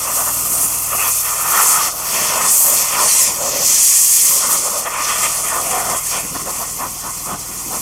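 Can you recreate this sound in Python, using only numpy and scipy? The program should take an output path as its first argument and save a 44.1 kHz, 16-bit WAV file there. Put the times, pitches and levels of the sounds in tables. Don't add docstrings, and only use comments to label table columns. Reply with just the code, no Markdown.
import sys
import numpy as np
from scipy import signal
from scipy.fft import rfft, irfft, next_fast_len
from scipy.io import wavfile
from scipy.ndimage import uniform_filter1d, minimum_filter1d, map_coordinates

SR = 44100
rng = np.random.default_rng(int(sys.argv[2]) if len(sys.argv) > 2 else 0)


def bounce(signal):
    frames = np.transpose(np.atleast_2d(signal))
    limited = np.clip(frames, -1, 1)
    pcm = np.round(limited * 32767).astype(np.int16)
    wavfile.write(sys.argv[1], SR, pcm)


N = 344421
TIME = np.arange(N) / SR
FREQ = np.fft.rfftfreq(N, 1 / SR) + 1e-3


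def undb(db):
    return 10 ** (np.asarray(db) / 20)


def unit(x):
    return x / np.std(x)


def controls(table):
    s, *columns = np.transpose(table)
    return [np.interp(TIME, s, column) for column in columns]


def shape(x, response):
    size = next_fast_len(N + SR // 10)
    gain = np.interp(np.fft.rfftfreq(size, 1 / SR), FREQ, response)
    return irfft(rfft(x, size) * gain, size)[:N]


def colour(points):
    hz, db = np.transpose(points)
    return undb(np.interp(np.log(FREQ), np.log(hz), db, left=-np.inf, right=-np.inf))


def resonance(hz, width):
    return 1 / (1 + 1j * (FREQ / hz - hz / FREQ) * hz / width)


def walk(rate):
    return unit(shape(rng.standard_normal(N), np.exp(-(FREQ / rate) ** 2)))


def turbulence(flutter_db, rate):
    return unit(rng.standard_normal(N) * undb(flutter_db * walk(rate)))


def grit(rate, spread_db):
    chance = rng.random(N)
    size = rng.exponential(size=N)
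    tick = undb(spread_db * np.minimum(size, 5))
    return unit((chance < rate / SR) * tick * rng.choice([-1, 1], N))


def ring(modes, wander_db):
    out = 0
    for hz, width, db in modes:
        voice = unit(shape(rng.standard_normal(N), resonance(hz, 2 * width) ** 2))
        out = out + voice * undb(db + wander_db * walk(12.4))
    return unit(out)


def tuned_hollow(hz, width):
    phase = 2 * np.pi * np.cumsum(hz) / SR
    slow = 1 / (1 + 1j * FREQ / width) ** 2
    in_phase = shape(rng.standard_normal(N), slow)
    quadrature = shape(rng.standard_normal(N), slow)
    return unit(in_phase * np.cos(phase) + quadrature * np.sin(phase))


def swell(start, length, edge_s):
    reach = np.array([start - 8 * edge_s, start + length + 8 * edge_s])
    near = slice(*np.clip(reach * SR, 0, N).astype(int))
    age = TIME[near] - start
    opening = (1 + np.tanh(age / edge_s / 2)) / 2
    closing = (1 + np.tanh((length - age) / edge_s / 2)) / 2
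    out = np.zeros(N)
    out[near] = opening * closing
    return out


def events(table, edge_s, edge_share):
    power = np.zeros((len(table[0][2:]), N))
    for start, length, db, *relative_db in table:
        opening = swell(start, length, edge_s + edge_share * length)
        for layer, layer_db in zip(power, (0, *relative_db)):
            layer += opening * undb(db + layer_db) ** 2
    return np.sqrt(power)


def delayed(x, ms):
    return map_coordinates(x, [np.arange(N) - ms * SR / 1000], order=3)


# delay/ms when the retreat starts, growth of the delay/(ms per s),
# echo strength (0-1)
MIRRORS = [(.65, .75, .2), (.455, .45, .16)]
RETREAT_START_S, RETREAT_LENGTH_S, RETREAT_EDGE_S = 3.05, 0.4, .015


def panels(x):
    facing = swell(RETREAT_START_S, RETREAT_LENGTH_S, RETREAT_EDGE_S)
    echoes = 0
    for ms, ms_per_s, strength in MIRRORS:
        echoes = echoes + strength * delayed(x, ms + ms_per_s * (TIME - RETREAT_START_S))
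    return x + facing * echoes


def scatter(x, echo_db, drift_ms, count):
    paths_ms = np.geomspace(1.1, 9, count) * rng.uniform(.9, 1.1, count)
    echoes = sum(delayed(x, ms + drift_ms * walk(1.8)) for ms in paths_ms)
    return (x + undb(echo_db) * echoes) / np.sqrt(1 + count * undb(echo_db) ** 2)


def eddies(points):
    noise = rng.standard_normal(N) + undb(-17) * grit(rate=390, spread_db=3)
    return unit(shape(noise, colour(points))) * undb(1.27 * walk(20))


# sizzle on top level/dB, lower shoulder level/dB
JET_PATH = [(0, -21.5, -4, -7), (.5, -19.5, -0.5, -12), (.9, -23, -1, -8.5), (1.1, -17, -1.5, -9),
            (1.45, -22.5, -3, -8), (1.84, -24, -15, -1), (1.93, -28, 0, -2.5), (2.17, -19, -5, -5),
            (2.85, -19.5, -5, -5.5), (3.38, -24.5, -3, -4.5), (3.46, -21.5, -8, -6), (3.6, -21.5, -3, -2),
            (4.4, -16, -11, -5.5), (4.8, -22, -8, -6.5), (4.86, -28, -6, -8), (4.97, -25, -8, -8),
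            (5.05, -20.5, -8, -3.5), (5.4, -20, -7.5, -8), (5.85, -21.5, -7, -8.5),
            (6.02, -25.5, -2.5, -11), (6.35, -26.5, -4.5, -5.5), (7.45, -29.5, -4, -6),
            (7.81, -24.5, -3.5, -8)]
# sizzle level/dB, shoulder level/dB
EDGE_FLARES = [(.14, 0.068, -18.5, -1.5, -13), (.525, 0.047, -19, -9, -16), (.595, 0.06, -15.5, -8, -13),
               (1, .17, -30, -1, -7), (1.41, .03, -25, 2, -10), (1.48, 0.062, -20, 2, -6),
               (1.56, .07, -15.5, -0.5, -5), (1.62, 0.15, -10.5, -5, -12), (1.82, 0.055, -19, -3, -1),
               (2.47, 0.096, -9.5, -8, -13.5), (2.54, 0.16, -10.5, -1, -15), (2.74, 0.077, -15.5, -3, -5.5),
               (3, 0.12, -14, -7, -4.5), (3.1, .16, -9.5, -12, -8), (3.21, 0.033, -20, 3, -14),
               (3.42, .08, -22, -18, -11), (3.65, 0.25, -10, -10, -12), (3.8, 0.41, -9.5, -5, -9),
               (4.22, 0.15, -11.5, -2.5, -10), (4.5, 0.063, -18, -0.5, -13), (4.64, .025, -26, -2, -10),
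               (4.7, 0.022, -23, -3, -13), (4.775, 0.024, -25, 2, -12), (5.22, 0.038, -17.5, -7, -10),
               (5.89, .03, -24, -12, -4), (5.965, .025, -18.5, -13, -16), (6.055, 0.072, -23, -5, -4),
               (6.12, .07, -26, -8, 1), (6.5, .12, -26.5, -9, -10)]
# t/s, centre f/Hz, level/dB relative to the hiss
GRAZED_GAP = [(0, 8800, -4), (.3, 8400, -5), (.5, 8300, 3), (.7, 9800, -4), (1.5, 9500, -15),
              (2.3, 7000, -15), (2.52, 8700, -5), (2.9, 7800, -16), (3.1, 8800, 1), (3.2, 7694, -6),
              (3.3, 6900, -6), (3.45, 7200, 5), (3.56, 6300, 4), (3.72, 6700, 2), (3.95, 7500, -12),
              (5.05, 7000, -9), (5.35, 9300, -3), (6.3, 7200, -12), (7.81, 7000, -9)]
# f/Hz, level/dB
HISS_COLOUR = [(4500, -15), (5600, -12), (6300, -0.5), (7300, 1), (8800, 0.5), (10300, -2.5), (11500, -10),
               (14000, -33)]
SIZZLE_COLOUR = [(8500, -9.5), (10300, -3.5), (11400, 0.5), (12400, 2), (13600, -4.5), (15000, -5),
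                 (16000, -16)]
SHOULDER_COLOUR = [(1500, -18), (3000, -8), (4300, -3), (5000, -2.5), (5700, 3), (6400, 0.5), (8000, -29)]


def jet():
    hiss_db, sizzle_db, shoulder_db = controls(JET_PATH)
    gap_hz, gap_db = controls(GRAZED_GAP)
    flare, sizzle_flare, shoulder_flare = events(EDGE_FLARES, edge_s=.004, edge_share=.07)
    broad = eddies(HISS_COLOUR)
    sizzle = eddies(SIZZLE_COLOUR)
    shoulder = eddies(SHOULDER_COLOUR)
    gap = undb(gap_db) * tuned_hollow(gap_hz, width=1440)
    core = (broad + gap) / np.hypot(1, undb(gap_db))
    air = core * np.hypot(undb(hiss_db), flare)
    air = air + sizzle * np.hypot(undb(hiss_db + sizzle_db), sizzle_flare)
    air = air + shoulder * np.hypot(undb(hiss_db + shoulder_db), shoulder_flare)
    air = air * undb(.5 * walk(45) + .5 * walk(250))
    return scatter(panels(air), echo_db=-19, drift_ms=.04, count=7)


# t/s, roar of the hollows level/dB,
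# splash on steel level/dB
STEADY_WASH = [(0, -30, -35), (.8, -32.5, -38.5), (1.17, -33.5, -37), (1.7, -27, -33), (1.94, -32.5, -44),
               (2.2, -27.5, -29.5), (2.6, -28.5, -32.5), (3.2, -28, -24), (3.4, -29.5, -36),
               (3.75, -33, -26.5), (4.2, -34.5, -28.5), (4.75, -31, -36.5), (5.1, -28.5, -28),
               (5.4, -29, -34), (5.9, -36, -42), (6.03, -36, -33.5), (6.45, -37.5, -41.5), (6.55, -32, -34),
               (6.72, -38.5, -42.5), (7.81, -37.5, -40.5)]
WASH_DEEP_DB = -6.5
# deep hollows level/dB, splash level/dB, low thump level/dB
OPENING_BLASTS = [(.07, 0.054, -23.5, -8, -10, -27), (0.167, .06, -23, -6, -14, -18),
                  (0.256, 0.053, -24, -7, -19, -24), (0.536, .11, -33.5, -1.5, -12, -13),
                  (.92, 0.039, -23.5, -4, -6.5, -27), (0.987, 0.11, -23, -9.5, -6, -22),
                  (1.247, 0.22, -26, -14, -5, -30), (1.454, 0.098, -20.5, -11, -8, -26),
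                  (1.537, .08, -12, -15.5, -10, -26), (1.632, 0.15, -18, -16, -8, -25),
                  (1.768, 0.066, -16.5, -17, -9, -24), (1.837, 0.052, -24, -12, -3, -18),
                  (2.002, .13, -32.5, -13, -4, -15), (2.136, .17, -27.5, -4.5, 1.5, -15),
                  (2.32, 0.17, -21.5, -9.5, -7.5, -18), (2.653, 0.098, -25, -2, -4, -11),
                  (2.81, 0.049, -29, -21, -9, -22), (2.929, 0.043, -21, -12.5, 0.5, -18),
                  (2.969, 0.062, -17, -17, -14, -20), (3.017, 0.065, -22.5, -2.5, -4, -16),
                  (3.41, 0.094, -29.5, 6.5, -3, -22), (3.53, 0.12, -34.5, 6, -1, -8),
                  (4.27, .12, -31.5, -2, -5, -10), (4.41, 0.048, -23, -9, -8, -25),
                  (4.488, 0.072, -20.5, -9.5, -9, -20), (4.64, 0.065, -28.5, 0, -9, -18),
                  (4.72, 0.097, -30, 1, -12, -15), (4.86, 0.024, -20.5, -5, -3.5, -27),
                  (4.92, .15, -24, -13, -2, -28), (5.08, 0.048, -19.5, -20, -5, -26),
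                  (5.135, 0.087, -28, -4, -5, -14), (5.226, 0.045, -22, -6, 0.5, -19),
                  (5.444, .06, -28.5, -4, 3, -23), (5.52, 0.077, -20, -8, -10, -24),
                  (5.618, 0.14, -32.5, 4, 3.5, -6), (5.724, 0.11, -21.5, -1, -6, -22),
                  (5.866, 0.099, -22, -4, -6.5, -15), (6.12, 0.087, -27, -5, -3, -31),
                  (6.35, 0.02, -25, -7, -13, -4), (6.39, .03, -30, -13, -5, -15),
                  (6.465, 0.042, -28, -2, -14, -8), (6.605, 0.033, -27, -8, -19, -14),
                  (6.802, 0.066, -23.5, -7, -12, -12), (7.045, .06, -26.5, -12, -17, -10),
                  (7.276, 0.072, -25, -7, -11.5, -6), (7.715, 0.062, -29, -4, -11, -10)]
# t/s, small one f/Hz, deep one f/Hz
AIMED_HOLLOWS = [(0, 1228, 560), (.6, 1205, 697), (1.3, 1199, 640), (1.6, 1316, 739), (2.3, 1031, 630.3),
                 (3.45, 1057, 568.6), (4.7, 1158, 564.6), (5.15, 1188, 672), (5.55, 1172, 630),
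                 (5.78, 1057, 761), (5.95, 1079, 688.4), (7.81, 1090, 740)]
# f/Hz, width/Hz (doubled in ring, where squaring narrows it), level/dB
SMALL_MODES = [(945, 157, 0), (1043, 106, 1), (1151, 45, -2.5), (1249, 52, 0.5), (1424, 103, -0.5)]
DEEP_MODES = [(468, 124, -3.5), (559, 124, -1), (735, 103, 0)]
PLATE_MODES = [(1825, 166, 3.3), (2084, 83, -0.79), (2416, 220, 1), (2637, 220, -0.5), (3250, 330, -0.54)]
# f/Hz, width/Hz, level/dB
UPPER_MODES = [(1464, 100, 6.5), (1790, 97, 10.5)]
OVERBLOWN_DB = -10
SINGING_DB, WASH_SINGING = 5, 0.33


def strike():
    roar_db, splash_db = controls(STEADY_WASH)
    small_hz, deep_hz = controls(AIMED_HOLLOWS)
    blast, deep_blast, splash_blast, thump = events(OPENING_BLASTS, edge_s=0.0012, edge_share=0.066)
    roar = np.hypot(undb(roar_db), blast)
    flap = unit(walk(24) + 0.54 * walk(106))

    small_note = undb(-3.0) * tuned_hollow(small_hz, width=98)
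    small = unit(ring(SMALL_MODES, wander_db=1.5) + small_note) * roar
    upper = ring(UPPER_MODES, wander_db=4.0) * undb(OVERBLOWN_DB) * blast

    deep_share = deep_blast / np.hypot(roar, deep_blast)
    singing = undb(SINGING_DB) * np.maximum(deep_share, WASH_SINGING)
    deep = unit(ring(DEEP_MODES, wander_db=2.2) + singing * tuned_hollow(deep_hz, width=55))
    deep = unit(deep / np.hypot(1, singing))
    deep = deep * np.hypot(undb(roar_db + WASH_DEEP_DB), deep_blast)

    splash = ring(PLATE_MODES, wander_db=2.5) * np.hypot(undb(splash_db), splash_blast)
    low = unit(shape(rng.standard_normal(N), resonance(200, 295) ** 2)) * thump
    return (small + upper + deep + low) * undb(0.85 * flap) + splash * undb(0.77 * flap)


# t/s, f/Hz, level/dB
TUBE_NOTE = [(0, 2670, -41), (.25, 2720, -39), (.6, 2750, -42), (.88, 2680, -42), (1.02, 2604, -26.5),
             (1.12, 2550, -36), (1.5, 2560, -80)]


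def tube():
    hz, db = controls(TUBE_NOTE)
    return tuned_hollow(hz, width=180) * undb(db + 1.5 * walk(30))


# t/s, level/dB
SPENT_AIR_LEVEL = [(0, -46), (.25, -38.5), (1.05, -45.5), (1.15, -53), (1.38, -55), (1.5, -43), (1.95, -46),
                   (2.22, -40.5), (2.88, -44), (3.02, -41), (3.68, -36.5), (3.85, -44), (4.15, -45),
                   (4.52, -37), (4.75, -44), (5.52, -43), (5.62, -39), (5.95, -44), (6.06, -52),
                   (6.28, -35), (6.7, -41), (7.15, -43.5), (7.81, -37.5)]
# f/Hz, level/dB
BUFFET_COLOUR = [(30, -30), (55, -15), (85, -3), (150, 5), (220, 5.5), (340, 3.5), (480, -3), (800, -14)]


def spent_air():
    buffet_db, = controls(SPENT_AIR_LEVEL)
    buffet = shape(turbulence(flutter_db=3.0, rate=23), colour(BUFFET_COLOUR))
    return unit(buffet) * undb(buffet_db)


# t/s, hum level/dB, exhaust level/dB
ENGINE_LEVEL = [(0, -47, -45), (.3, -44, -40.5), (1.1, -44.5, -39.5), (1.5, -46, -52.5), (3.6, -46.5, -51),
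                (4.2, -48.5, -54), (4.8, -50, -55), (5.15, -45.5, -47), (6.25, -44, -45.5),
                (7.81, -44.5, -45)]
# multiple of the shaft rate, level/dB relative to the hum or to the exhaust note
HUM_TONES = [(2, -2.5), (3, -4.5), (4, -13), (6, -15), (7, -4.5), (8, -6), (9, -13)]
EXHAUST_TONES = [(5, -3), (14, -11.5)]
SHAFT_HZ = 19.85


def engine():
    hum_db, exhaust_db = controls(ENGINE_LEVEL)
    turns = np.cumsum(SHAFT_HZ * (1 + .003 * walk(3))) / SR
    hum_db = hum_db + .4 * walk(12)
    exhaust_db = exhaust_db + 1.6 * walk(10)
    out = 0
    for tones, level_db in ((HUM_TONES, hum_db), (EXHAUST_TONES, exhaust_db)):
        lines = 0
        for multiple, db in tones:
            lines = lines + undb(db) * np.sin(2 * np.pi * (round(multiple) * turns + rng.random()))
        out = out + np.sqrt(2) * lines * undb(level_db)
    return out


def scene():
    mono = jet() + strike() + tube() + spent_air() + engine()
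    return np.array([mono, mono])


# f/Hz, width/Hz, depth (0-1)
RESPONSE_DIPS = [(1643, 540, 0.61), (3840, 770, 0.66)]
HOLD_DB, AVERAGE_S = -8, 0.041
CEILING, TOP_HZ = .93, 15800


def record(dry):
    response = 1
    for hz, width, depth in RESPONSE_DIPS:
        response = response * (1 - depth * resonance(hz, width))
    heard = np.array([shape(channel, response) for channel in dry])

    power = uniform_filter1d(np.mean(heard ** 2, axis=0), size=int(AVERAGE_S * SR))
    heard = heard / np.sqrt(1 + power / undb(HOLD_DB) ** 2)

    allowed = CEILING / np.maximum(np.abs(heard).max(axis=0), CEILING)
    gain = uniform_filter1d(minimum_filter1d(allowed, size=129), size=129)
    top_cut = signal.ellip(10, .05, 60, TOP_HZ, fs=SR, output="sos")
    return signal.sosfiltfilt(top_cut, heard * gain)


dry = scene()
out = record(dry)
bounce(out)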